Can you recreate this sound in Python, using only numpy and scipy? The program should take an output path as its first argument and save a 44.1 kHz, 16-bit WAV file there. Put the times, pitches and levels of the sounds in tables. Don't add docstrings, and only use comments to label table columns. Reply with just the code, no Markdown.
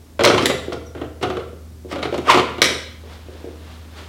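import sys
import numpy as np
from scipy import signal
from scipy.fft import rfft, irfft
from scipy.io import wavfile
from scipy.ndimage import uniform_filter1d

SR = 44100
rng = np.random.default_rng(int(sys.argv[2]) if len(sys.argv) > 2 else 0)


def put_to_file(sound):
    columns = np.atleast_2d(sound).T
    safe = np.clip(columns, -1, 1)
    whole_steps = np.round(safe * 32767)
    wavfile.write(sys.argv[1], SR, whole_steps.astype(np.int16))


N = 180060
T = np.arange(N) / SR
BLOW_S = 0.005
CHATTER_S = 0.013


def undb(db):
    return 10 ** (np.asarray(db) / 20)


def on_log_axis(hz, points):
    f, value = np.transpose(points)
    return np.interp(np.log(np.maximum(hz, 1)), np.log(f), value)


def unit(x):
    return x / np.sqrt(np.mean(x ** 2))


def blow(x):
    return x * np.sqrt(BLOW_S * SR / np.sum(x ** 2))


def through(x, response):
    return signal.fftconvolve(x, response)[:N]


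def add(track, s, sound):
    start = int(s * SR)
    track[start:start + len(sound)] += sound[:N - start]


def colour(points, size=8192):
    level_db = on_log_axis(np.fft.rfftfreq(size, 1 / SR), points)
    cepstrum = irfft(np.log(undb(level_db)))
    cepstrum[1:size // 2] *= 2
    cepstrum[size // 2 + 1:] = 0
    response = irfft(np.exp(rfft(cepstrum)))
    return response / np.sqrt(np.sum(response ** 2))


def ring(modes):
    t = T[:SR // 3]
    out = np.zeros(len(t))
    for hz, db, t60 in modes:
        fade = np.exp(-np.log(1000) * t / t60)
        out += undb(db) / np.sqrt(t60) * np.sin(2 * np.pi * hz * t) * fade
    return blow(out)


def grit(spread_db, size=N):
    sizes = undb(spread_db * rng.standard_normal(size))
    return unit(rng.standard_normal(size) * sizes)


def swells(rows):
    return sum(undb(db) * np.exp(-np.maximum((s - T) / rise, (T - s) / fall)) for s, rise, fall, db in rows)


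def strike(response, decay, chatter):
    force = grit(4.76, size=4096) * np.exp(-T[:4096] / decay)
    force *= chatter / np.sqrt(np.sum(force ** 2))
    force[0] += 1
    return blow(signal.fftconvolve(force, response))


def hollow(hz, swell_s):
    t = T[:2048]
    return t * np.exp(-t / swell_s) * np.sin(2 * np.pi * hz * t)


# start_s, length_s, level_db, hardness_db
JOSTLE_ROWS = [(0.217, 0.25, -13, -7.5), (0.965, 0.09, -30.5, -12.5), (1.238, 0.12, -30, -10),
               (1.9, 0.15, -27.5, -4.5), (2.314, 0.095, -22, 7.5), (2.633, 0.09, -24, -8)]
JOSTLE_HZ, JOSTLE_SPREAD_OCT = 418, 0.22
JOSTLE_FADE_DB = 1.5


def jostle(start, length, db, hardness, count=7):
    progress = (np.arange(count) + rng.random(count)) / count
    hz = JOSTLE_HZ * 2 ** (JOSTLE_SPREAD_OCT * rng.standard_normal(count))
    return [(start + length * p, db - JOSTLE_FADE_DB * p, f, hardness) for p, f in zip(progress, hz)]


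# start_s, level_db, hollow_pitch_hz, hardness_db (rattle over boom)
KNOCK_ROWS = [(0.193, -12, 535, -6.5), (0.207, -9, 467, -8), (0.2422, -8.5, 513, 1.5),
              (0.2595, -7, 602, -6), (0.274, -13, 515, 2.5), (0.3, -5.5, 467.6, -8.5),
              (0.3294, -12, 427, -14), (0.344, -9.5, 444, -5), (0.379, -19.5, 450, 8),
              (0.41, -14.5, 390, -9.5), (0.499, -11, 487, -5.5), (0.722, -16.5, 434, -12),
              (0.95, -23.5, 400, -19), (1.015, -19.5, 428, -13.5), (1.213, -27, 440, -8.5),
              (1.228, -13, 392, -8), (1.2335, -12.5, 395, -8), (1.301, -13, 396, -12),
              (1.369, -15.5, 464, -13), (1.397, -26, 420, -9), (1.927, -20, 387, -8),
              (1.958, -19, 525, -9.5), (2.028, -22, 590, 4), (2.0538, -15, 430, -10.5),
              (2.125, -14.5, 474, -17), (2.142, -18.5, 657, -6), (2.18, -15, 346, -12.5),
              (2.271, -13.5, 456, -26), (2.2995, -26.5, 680, 20.5), (2.309, -24, 725, 14),
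              (2.345, -9, 447, -6.5), (2.373, -9.5, 417, -3), (2.5818, -21, 387, -7),
              (2.618, -22, 490, 10.5)]


def all_knocks():
    return list(KNOCK_ROWS) + [knock for row in JOSTLE_ROWS for knock in jostle(*row)]


# start_s, level_db
BUMP_ROWS = [(0.682, -19.5), (0.773, -27.5), (1.53, -30.5), (1.848, -27.5), (3.037, -35), (3.285, -31),
             (3.349, -34.5), (3.443, -25), (3.473, -28)]
# pitch_hz, relative_level_db, t60_s
TUBE_MODES = [(134, -3.5, 0.069), (288, -3, 0.083), (364.5, 1, 0.06), (414, 4, 0.046), (583, -9.5, 0.027),
              (642, -1.5, 0.062), (721, 1, 0.034), (1098, -8, 0.02), (1345, -3, 0.016)]


def tube_boom(knocks):
    out, tube = np.zeros(N), ring(TUBE_MODES)
    for s, db, hz, _ in knocks:
        add(out, s, undb(db - 2.5) * strike(hollow(hz, swell_s=0.0016), CHATTER_S, chatter=1.8))
        add(out, s, undb(db - 4.5) * strike(tube, CHATTER_S, chatter=5.3))
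    for s, db in BUMP_ROWS:
        add(out, s, undb(db) * strike(hollow(415, swell_s=0.0015), 0.025, chatter=0.99))
    return signal.sosfilt(signal.butter(4, 105, "high", fs=SR, output="sos"), out)


# frequency_hz, relative_level_db
PLASTIC_COLOUR = [(40, -56), (130, -10.5), (250, -20), (480, -7), (750, 0), (1150, 7), (1400, 0.5),
                  (1650, -6.5), (2000, 0.5), (2550, -2.5), (3100, -0.5), (4300, -8), (5000, -16.5),
                  (16000, -49.5)]
# frequency_hz, relative_level_db
TICK_COLOUR = [(60, -51), (500, 10), (3000, -5.5), (5700, -5), (7200, -2), (8700, -11), (10200, -11),
               (11500, -16), (13500, -20), (16000, -43)]
TICK_DB = -15.5


def catch_rattle(knocks):
    out, plastic, edge = np.zeros(N), colour(PLASTIC_COLOUR), colour(TICK_COLOUR)
    for s, db, _, hardness in knocks:
        add(out, s, undb(db + hardness - 0.15) * strike(plastic, CHATTER_S, chatter=5.8))
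        add(out, s, undb(db + hardness + TICK_DB) * strike(edge, 0.5 * CHATTER_S, chatter=3.7))
    return out


# start_s, ring_db, crack_db, snap_db
CLACK_ROWS = [(0.2372, -40, -17.5, -27), (0.2509, -27, -8, -35), (0.4576, -13, -17, -15.5),
              (2.179, -52, -47, -38), (2.618, -9.5, -4, -16.5), (2.643, -15.5, -17, -28)]
# pitch_hz, relative_level_db, t60_s
BALL_MODES = [(1960, -1.5, .05), (2034, 2, 0.095), (2370, -5.5, 0.012), (3445, 1.5, 0.0066),
              (3818, 0.5, 0.031), (4040, -2.5, 0.04), (10400, -23, 0.0028)]
# frequency_hz, relative_level_db
CRACK_COLOUR = [(120, -9), (550, -4), (900, -19), (1550, -10), (2050, -0.5), (2800, -11), (4000, -5),
                (4900, -11), (5800, -5.5), (6900, -19), (9000, -18.5), (16000, -39)]
# frequency_hz, relative_level_db
SNAP_COLOUR = [(200, -47), (3000, 3), (5900, -0.5), (7800, 0.5), (9300, -9), (11300, -0.5), (13000, -14),
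               (16000, -14)]
REBOUND_S, REBOUND_DB = 0.008, -7.5


def ball_clacks():
    out = np.zeros(N)
    ball, crack, snap = ring(BALL_MODES), colour(CRACK_COLOUR), colour(SNAP_COLOUR)
    for s, ring_db, crack_db, snap_db in CLACK_ROWS:
        for at, db in [(s, 0), (s + REBOUND_S, REBOUND_DB)]:
            add(out, at, undb(db + ring_db) * strike(ball, 0.0034, chatter=1.0))
            add(out, at, undb(db + crack_db) * strike(crack, 0.0022, chatter=1.17))
            add(out, at, undb(db + snap_db) * strike(snap, 0.0029, chatter=1.0))
    return signal.sosfilt(signal.butter(2, 130, "high", fs=SR, output="sos"), out)


# peak_s, rise_s, fall_s, rub_db, hiss_db
SCRAPE_ROWS = [(0.254, 0.01, 0.0041, -31, -21), (.44, 0.051, 0.019, -30.5, -33.5),
               (0.73, 0.0017, 0.0078, -36, -34), (0.974, 0.012, 0.014, -44, -61),
               (1.229, 0.0039, .008, -26.5, -29), (1.926, 0.015, 0.0094, -31, -36),
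               (2.045, 0.0042, .01, -50, -42), (2.145, 0.017, .025, -47, -42),
               (2.304, .016, 0.029, -11.5, -22)]
# frequency_hz, relative_level_db
RUB_COLOUR = [(40, -27), (150, -1), (450, 20), (1200, 18), (3500, 13), (6000, -41), (9000, -26),
              (16000, -49)]
# frequency_hz, relative_level_db
HISS_COLOUR = [(60, -42), (1500, -8), (3500, 4), (5500, 3.5), (7000, -6.5), (9000, -5.5), (10300, -15),
               (16000, -20)]
DIMPLE_SPREAD_DB = 7


def catch_scrape():
    rub = swells([(s, rise, fall, db) for s, rise, fall, db, _ in SCRAPE_ROWS])
    hiss = swells([(s, rise, fall, db) for s, rise, fall, _, db in SCRAPE_ROWS])
    rubbing = through(grit(DIMPLE_SPREAD_DB) * rub, colour(RUB_COLOUR))
    hissing = through(grit(DIMPLE_SPREAD_DB) * hiss, colour(HISS_COLOUR))
    return rubbing + hissing


# peak_s, rise_s, fall_s, level_db, pitch_hz (at the peak),
# drop_octaves, jitter_share (rms wander of the pitch)
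SQUEAK_ROWS = [(0.869, 0.0057, 0.013, -46.5, 5810, 0.055, 0.019),
               (2.297, 0.0055, 0.0068, -3, 1062, 0.58, 0.051), (2.365, 0.019, .02, -50, 14600, 0, .012)]
SQUEAK_GLIDE_S = 0.0172


def stick_slip(s, rise, fall, db, hz, drop, jitter, overtone_db):
    glide = hz * 2 ** (-drop / 2 * np.tanh((T - s) / SQUEAK_GLIDE_S))
    waver = unit(uniform_filter1d(rng.standard_normal(N), size=60))
    phase = 2 * np.pi * np.cumsum(glide * (1 + jitter * waver)) / SR
    harmonics = [k for k in range(3) if (k + 1) * hz < SR / 2]
    wave = sum(undb(overtone_db * k) * np.sin((k + 1) * phase) for k in harmonics)
    return unit(wave) * swells([(s, rise, fall, db)])


# peak_s, rise_s, fall_s, level_db
BRUSH_ROWS = [(3.13, 0.067, 0.06, -42), (3.36, 0.14, 0.51, -47), (3.72, 0.066, 0.083, -46),
              (3.985, 0.033, 0.11, -39)]
# frequency_hz, relative_level_db
CLOTH_COLOUR = [(40, -21), (100, -4), (400, 7.5), (1200, 4.5), (2300, 0), (3700, 0), (6000, -10.5),
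                (15000, -27)]


def cloth_brush():
    return through(grit(4.5) * swells(BRUSH_ROWS), colour(CLOTH_COLOUR))


# pitch_hz, level_db (rms)
HUM_TONES = [(78.6, -39), (119.5, -61), (176.5, -55.5), (240.5, -53.5)]
# frequency_hz, relative_level_db
AIR_COLOUR = [(25, -48), (45, -2), (75, 0), (100, 2.5), (150, -9), (290, -5), (530, -15), (1480, -24.5),
              (2700, -27), (5400, -27), (11300, -31.5), (16000, -34)]
AIR_DB = -46.5


def background():
    hum = sum(np.sqrt(2) * undb(db) * np.sin(2 * np.pi * (hz * T + rng.random())) for hz, db in HUM_TONES)
    air = undb(AIR_DB) * unit(through(rng.standard_normal(N), colour(AIR_COLOUR)))
    hum_gain_db = np.interp(T, [0.1, 0.3], [-7, 0])
    return air + hum * undb(hum_gain_db)


# frequency_hz, t60_s
REVERB_TIMES = [(100, 1), (400, 0.51), (1200, 0.62), (3500, 0.64), (7000, 0.5), (15000, 0.41)]
# delay_s, gain
FIRST_REFLECTIONS = [(.0032, 0.34), (.0086, 0.23), (.0235, .28), (0.0316, 0.16), (0.0387, .25)]


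def room(build_s):
    t, hz = T[:SR], np.fft.rfftfreq(SR, 1 / SR)
    noise, tail = rfft(rng.standard_normal(SR)), np.zeros(SR)
    build = 1 - np.exp(-(t / build_s) ** 2)
    edges = np.geomspace(40, 20480, 19)
    for lo, hi in zip(edges, edges[1:]):
        fade = np.exp(-np.log(1000) * t / on_log_axis(np.sqrt(lo * hi), REVERB_TIMES))
        band = irfft(noise * (hz >= lo) * (hz < hi)) * fade * build
        tail += band * np.sqrt((hi - lo) / (SR / 2) / np.sum(band ** 2))
    for delay, gain in FIRST_REFLECTIONS:
        tail[int(delay * SR)] += gain
    return tail


def scene():
    knocks = all_knocks()
    boom, rattle = tube_boom(knocks), catch_rattle(knocks)
    clacks, scrape = ball_clacks(), catch_scrape()
    squeak = sum(stick_slip(*row, overtone_db=-17) for row in SQUEAK_ROWS)
    send = undb(-2.5) * boom + undb(-6.5) * (rattle + scrape) + undb(-4.0) * clacks + undb(-6.0) * squeak
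    send = signal.sosfilt(signal.butter(1, 10500, fs=SR, output="sos"), send)
    direct = boom + rattle + clacks + scrape + squeak + cloth_brush()
    return (direct + through(send, room(build_s=0.0091)) + background())[None]


TOP_HZ = 16000


def record(dry):
    rounded = dry / (1 + dry ** 4) ** (1 / 4)
    return signal.sosfilt(signal.ellip(10, 0.2, 70, TOP_HZ, fs=SR, output="sos"), rounded)


dry = scene()
out = record(dry)
put_to_file(out)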